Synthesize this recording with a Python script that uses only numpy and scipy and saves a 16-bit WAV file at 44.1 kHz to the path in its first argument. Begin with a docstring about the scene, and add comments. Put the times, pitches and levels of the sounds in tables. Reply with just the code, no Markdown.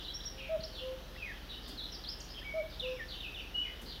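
"""A cuckoo on a bare branch calls twice, a high arched note and then a low level one, both nearly pure.
Songbirds whistle and chirp around it in quick frequency glides. Reflections from the trunks prolong
the notes, and the far birds arrive as reverberation only. Under them lie the broadband noise of
still outdoor air and a camera's own hum, hiss, two short whirrs and one soft bump."""
import sys
import numpy as np
from scipy import signal
from scipy.fft import rfft, irfft, next_fast_len
from scipy.io import wavfile
from scipy.ndimage import uniform_filter1d, map_coordinates

SR = 44100
rng = np.random.default_rng(int(sys.argv[2]) if len(sys.argv) > 2 else 0)


def put_to_file(sound):
    """Save the sound as 16-bit audio at rate SR, in the file named by the first command-line argument."""
    columns = np.atleast_2d(sound).T  # one column per channel
    safe = np.clip(columns, -1, 1)
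    whole_steps = np.round(safe * 32767)
    wavfile.write(sys.argv[1], SR, whole_steps.astype(np.int16))


N = 176400

# Noise spectra: f/Hz, relative spectral level/dB
AIR_SPECTRUM = [(12, -20), (45, 2.5), (100, 1), (220, -2), (500, -5), (1000, -10.5), (1700, -10),
                (3000, -26), (6000, -28.5), (9000, -34.5)]
CHORUS_SPECTRUM = [(1200, -28), (1800, -8), (2200, -9.5), (3200, 3.5), (4200, -4.5), (5500, -6.5),
                   (6500, -16.5), (9000, -39)]
HISS_SPECTRUM = [(3000, 3), (7500, -23), (9000, -6.5), (11000, -0.5), (14500, 1.5), (15800, -3.5)]
WHIRR_HISS_SPECTRUM = [(2000, 1), (5000, 0), (11000, -3), (15000, -6)]
WHIRR_BURR_SPECTRUM = [(100, -14), (220, 6), (330, -2), (700, -9), (1500, -27)]
# Partials of the camera's hum: f/Hz, level/dB
HUM_PARTIALS = [(20.2, -80.5), (40.4, -53), (60, -55.5), (120, -65.5), (180, -68.5), (240, -74), (300, -70),
                (360, -73)]
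# Whirrs: onset t/s, hiss level/dB, burr level/dB
WHIRRS = [(1.678, -54, -52), (3.814, -55.5, -52.5)]
# Slurs of far birds: onset t/s, duration/s, initial f/Hz, final f/Hz, level/dB
FAR_SLURS = [ (-.05, 0.061, 4370, 2900, -48.5), (.01, 0.053, 5000, 3100, -47),
             (.362, 0.024, 2312, 3490, -46.5), (.415, 0.052, 2750, 2197, -50.5),
             (0.714, 0.09, 4533, 2790, -46), (1.08, 0.053, 5330, 3300, -71), (1.471, .03, 2900, 4730, -47),
             (1.489, .045, 4300, 2980, -43.5), (1.597, .12, 4900, 4720, -54.5),
             (1.618, 0.117, 3500, 3420, -56), (2.272, 0.035, 4390, 5130, -48),
             (2.329, 0.0483, 3404, 3014, -46.5), (2.684, 0.057, 5530, 2990, -52.5),
             (2.867, 0.023, 5400, 5000, -55), (3.076, 0.041, 4680, 3580, -43.5),
             (3.108, 0.039, 3590, 2690, -44), (3.849, .04, 4800, 4060, -47), (3.886, 0.06, 4200, 3027, -48),
             ]
# Nearer songbirds: onset t/s, duration/s, initial, middle and final f/Hz, direct and echo level/dB
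SONG_NOTES = [ (0.08, .016, 3600, 3937, 3860, -41.5, -42), (0.089, 0.027, 3500, 3275, 3360, -47, -51.5),
              (0.136, 0.036, 5250, 5570, 5700, -43, -49.5), (0.202, 0.0142, 3200, 3670, 4100, -49.5, -48),
              (0.231, 0.023, 3700, 4800, 5530, -54.5, -57), (0.252, 0.0313, 5450, 5690, 5300, -43, -49),
              (0.387, 0.03, 3200, 2687, 2400, -50.5, -46), (0.604, 0.0098, 3700, 4280, 4930, -49, -46),
              (0.633, 0.0076, 5400, 5760, 6140, -50.5, -55), (0.636, 0.02, 4100, 5130, 5240, -42, -47.5),
              (1.158, .01, 1800, 1930, 2100, -54, -69), (1.172, .055, 2800, 2650, 2530, -52.5, -51.5),
              (1.22, 0.0198, 2580, 2496, 2360, -42.5, -43), (1.246, 0.082, 2360, 1964, 1698, -47.5, -52),
              (1.772, 0.042, 4280, 3924, 3250, -45, -42), (1.834, 0.013, 4100, 4040, 3540, -44, -43),
              (1.917, 0.045, 6100, 5130, 4540, -48, -49), (2.036, 0.02, 4650, 3900, 3150, -48, -49.5),
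              (2.055, 0.041, 3200, 4230, 4600, -47, -57), (2.086, 0.021, 4800, 5210, 5500, -39.5, -40.5),
              (2.185, .018, 9000, 8400, 7700, -70, -69), (2.202, 0.019, 7500, 5560, 4600, -47.5, -49.5),
              (2.413, 0.024, 1750, 1820, 2100, -54, -63), (2.437, 0.13, 2270, 2248, 2237, -46, -52),
              (2.573, 0.059, 2320, 2266, 2290, -48, -56), (2.796, 0.015, 3980, 3656, 3510, -36.5, -39),
              (2.819, 0.051, 3150, 2780, 2450, -44.5, -44.5), (2.96, .04, 2500, 2266, 2040, -55.5, -56.5),
              (2.992, 0.051, 1950, 1794, 1795, -42.5, -54.5), (3.201, 0.0142, 3800, 3680, 3430, -44, -46.5),
              (3.219, 0.058, 3150, 2737, 2446, -46, -45.5), (3.344, 0.019, 3850, 3546, 3420, -44.5, -46.5),
              (3.358, 0.054, 3150, 2760, 2440, -46.5, -44.5), (3.417, 0.018, 4600, 4570, 4500, -60, -72),
              (3.54, .053, 2855, 2932, 2912, -38, -38), (3.597, 0.025, 2970, 3000, 2940, -36.5, -38),
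              (3.634, 0.047, 2800, 2260, 1935, -53, -49), ]
# Second and third harmonics (the cuckoo's at its nominal pitch): level/dB re the fundamental
SONG_OVERTONES = [-36, -31.5]
CUCKOO_OVERTONES = [-24.5, -38]
# Contours of the cuckoo's two notes: t/duration, f/nominal f, relative level/dB
HIGH_CONTOUR = [(0, .9, -20), (.11, .965, -7), (.28, 1, -3.5), (.49, 1, -.5), (.66, .982, .5),
                (.77, .95, -1), (.87, .915, -7), (1, .895, -14)]
LOW_CONTOUR = [(0, .97, -18), (.17, .995, -3.5), (.42, 1, 0), (.68, 1, -.5), (.88, 1.003, -5),
               (1, .995, -13)]
# Faint far hoots: onset t/s, duration/s, nominal f/Hz, level/dB
FAR_HOOTS = [(.31, 0.22, 532.7, -56), (.58, 0.24, 519, -63), (1.08, 0.153, 520, -61)]
# Cuckoo calls: onset t/s, delay to the low note/s, high and low nominal f/Hz, high and low level/dB
CUCKOO_CALLS = [(.486, .311, 648.5, 518, -32.5, -41), (2.533, 0.28, 645, 511.5, -33, -38)]

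AIR_DB, HISS_DB, CHORUS_DB, CHORUS_PATCH_DB = -53.5, -65.5, -57, 2
WHIRR_HISS_S, WHIRR_BURR_S = .034, .13
BUMP_AT_S, BUMP_HZ, BUMP_WIDTH_S, BUMP_ENVELOPE_DB = .597, 127, .0029, -35
REFLECTIONS_PER_S, DIFFUSE_DB = 500, -2.5
ATTACK_SHARE, RELEASE_SHARE = .25, .062
WAVER_DEPTH, WAVER_PER_S, FLUTTER_DB = .0084, 154.4, 2
BUZZ_DEPTH, BUZZ_PER_S = .0647, 420
RASP_DEPTH_PER_OCTAVE, RASP_PER_S = .067, 595
HIGH_NOTE_S, LOW_NOTE_S, CUCKOO_ECHO_DB, OVERTONE_DB_PER_OCTAVE = .096, .165, -10.5, 178
BAND_LIMIT_HZ = 15800


def amp(db):
    """Amplitude ratio of a level in decibels."""
    return 10 ** (np.asarray(db) / 20)


def unit(x):
    """Normalisation to unit rms."""
    return x / np.sqrt(np.mean(x ** 2) + 1e-20)


def wobble(rate, n):
    """Random modulation: a spline through rate Gaussian values a second."""
    return map_coordinates(rng.standard_normal(2048), [np.arange(n) * rate / SR], mode="wrap")


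def progress(length):
    """Normalised time, 0 to 1, over a length in seconds."""
    return np.linspace(0, 1, int(length * SR))


def add(out, start, x):
    """Superposition of x on out from a time in seconds."""
    i = int(round(start * SR))
    x = x[max(-i, 0):max(N - i, 0)]
    out[max(i, 0):max(i, 0) + len(x)] += x


def noise(spectrum):
    """Spectral shaping of white noise, at unit rms."""
    hz, db = np.transpose(spectrum)
    f = np.fft.rfftfreq(N, 1 / SR)
    gain = amp(np.interp(np.log(f + 1), np.log(hz), db))
    return unit(irfft(rfft(rng.standard_normal(N)) * gain, N))


def wood_echo(x, t60_s, build_s, delay_s):
    """Reverberation: trunk reflections and a diffuse field decay exponentially, with the energy of x."""
    t = np.arange(SR) / SR
    trunks = unit(rng.standard_normal(SR) * (rng.random(SR) < REFLECTIONS_PER_S / SR))
    diffuse = amp(DIFFUSE_DB) * rng.standard_normal(SR)
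    build = 1 - np.exp(-np.maximum(t - delay_s, 0) / build_s)
    decay = amp(-60 * t / t60_s)
    echo = signal.fftconvolve(x, (trunks + diffuse) * build * decay)
    return echo * np.linalg.norm(x) / np.linalg.norm(echo)


def still_air():
    """Stationary ambient noise, strongest at low frequencies."""
    return amp(AIR_DB) * noise(AIR_SPECTRUM)


def camera():
    """Hum as a line spectrum over steady hiss, two whirrs as noise bursts, a bump as a Gaussian pulse."""
    t = np.arange(N) / SR
    out = amp(HISS_DB) * noise(HISS_SPECTRUM)
    for hz, db in HUM_PARTIALS:
        out += np.sqrt(2) * amp(db) * np.sin(2 * np.pi * (hz * t + rng.random()))
    for start, hiss_db, burr_db in WHIRRS:
        for spectrum, length, db in ((WHIRR_HISS_SPECTRUM, WHIRR_HISS_S, hiss_db),
                                     (WHIRR_BURR_SPECTRUM, WHIRR_BURR_S, burr_db)):
            swell = np.sin(np.pi * np.sqrt(progress(length)))
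            add(out, start, amp(db) * noise(spectrum)[:len(swell)] * swell)
    since = t - BUMP_AT_S
    bump_envelope = amp(BUMP_ENVELOPE_DB) * np.exp(-(since / BUMP_WIDTH_S) ** 2)
    return out - bump_envelope * np.sin(2 * np.pi * BUMP_HZ * since)


def far_chorus():
    """Distant song blurs into a noise band, modulated in random patches of time and frequency."""
    spectra = signal.stft(noise(CHORUS_SPECTRUM), nperseg=512)[2]
    patches = uniform_filter1d(rng.standard_normal(spectra.shape), size=7, axis=0)
    patches = uniform_filter1d(patches, size=22, axis=1)
    chorus = signal.istft(spectra * amp(CHORUS_PATCH_DB * unit(patches)), nperseg=512)[1][:N]
    return amp(CHORUS_DB) * unit(chorus)


def whistle(hz):
    """A songbird's tone on a pitch track, with slight random frequency and amplitude modulation."""
    n = len(hz)
    u = np.linspace(0, 1, n)
    phase = 2 * np.pi * np.cumsum(hz * (1 + WAVER_DEPTH * wobble(WAVER_PER_S, n))) / SR
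    ramp = np.clip(np.minimum(u / ATTACK_SHARE, (1 - u) / RELEASE_SHARE), 0, 1)
    envelope = np.sin(np.pi / 2 * ramp) * amp(FLUTTER_DB * wobble(WAVER_PER_S, n))
    overtones = sum(amp(db) * np.sin(k * phase) * (k * hz < BAND_LIMIT_HZ)
                    for k, db in enumerate(SONG_OVERTONES, 2))
    return np.sqrt(2) * envelope * (np.sin(phase) + (hz > 3200) * overtones)  # lower notes are pure


def far_birds():
    """Exponential glides, made buzzy by fast frequency modulation, heard only as reverberation."""
    out = np.zeros(N)
    for start, length, first, last, db in FAR_SLURS:
        u = progress(length)
        glide = first * (last / first) ** u
        note = whistle(glide * (1 + BUZZ_DEPTH * wobble(BUZZ_PER_S, len(u))))
        add(out, start, amp(db) * wood_echo(note, t60_s=.44, build_s=.003, delay_s=0))
    return out


def songbirds():
    """Parabolic glides as direct sound plus reverberation; frequency jitter roughens the wide sweeps."""
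    out = np.zeros(N)
    for start, length, first, middle, last, direct_db, echo_db in SONG_NOTES:
        u = progress(length)
        glide = first + (last - first) * u + 2 * (2 * middle - first - last) * u * (1 - u)
        rasp = RASP_DEPTH_PER_OCTAVE * np.log2(last / first) * wobble(RASP_PER_S, len(u))
        note = whistle(glide * (1 + rasp))
        t60_s = .46 * min(1, 3500 / middle) ** .28  # echoes die sooner above 3500 Hz
        add(out, start, amp(direct_db) * note)
        add(out, start, amp(echo_db) * wood_echo(note, t60_s, build_s=.01, delay_s=.0027))
    return out


def hoot(contour, length, hz, db):
    """A nearly sinusoidal cuckoo note whose weak harmonics fade as the fundamental sags."""
    u = progress(length)
    knots, ratios, levels = np.transpose(contour)
    bend = np.interp(u, knots, ratios)
    phase = 2 * np.pi * np.cumsum(hz * bend) / SR
    overtones = sum(amp(level) * np.sin(k * phase) for k, level in enumerate(CUCKOO_OVERTONES, 2))
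    tone = np.sin(phase) + amp(OVERTONE_DB_PER_OCTAVE * np.log2(bend)) * overtones
    envelope = amp(db + np.interp(u, knots, levels)) * signal.windows.tukey(len(u), .16)
    return np.sqrt(2) * envelope * tone


def cuckoo():
    """Two falling two-note calls whose direct sound outweighs the reverberation, and faint far hoots."""
    out = np.zeros(N)
    for start, delay, high_hz, low_hz, high_db, low_db in CUCKOO_CALLS:
        high = hoot(HIGH_CONTOUR, HIGH_NOTE_S, high_hz, high_db)
        low = hoot(LOW_CONTOUR, LOW_NOTE_S, low_hz, low_db)
        for onset, note in (start, high), (start + delay, low):
            add(out, onset, note)
            add(out, onset, amp(CUCKOO_ECHO_DB) * wood_echo(note, t60_s=.52, build_s=.006, delay_s=.018))
    for start, length, hz, db in FAR_HOOTS:
        add(out, start, hoot(LOW_CONTOUR, length, hz, db))
    return out


def scene():
    """Linear superposition of all sources at one microphone."""
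    return (cuckoo() + songbirds() + far_birds() + far_chorus() + still_air() + camera())[None]


def record(dry):
    """An ideal low-pass filter at the camera's band limit."""
    size = next_fast_len(N + SR // 2)
    passband = np.fft.rfftfreq(size, 1 / SR) < BAND_LIMIT_HZ
    return irfft(rfft(dry, size) * passband, size)[:, :N]


dry = scene()
out = record(dry)
put_to_file(out)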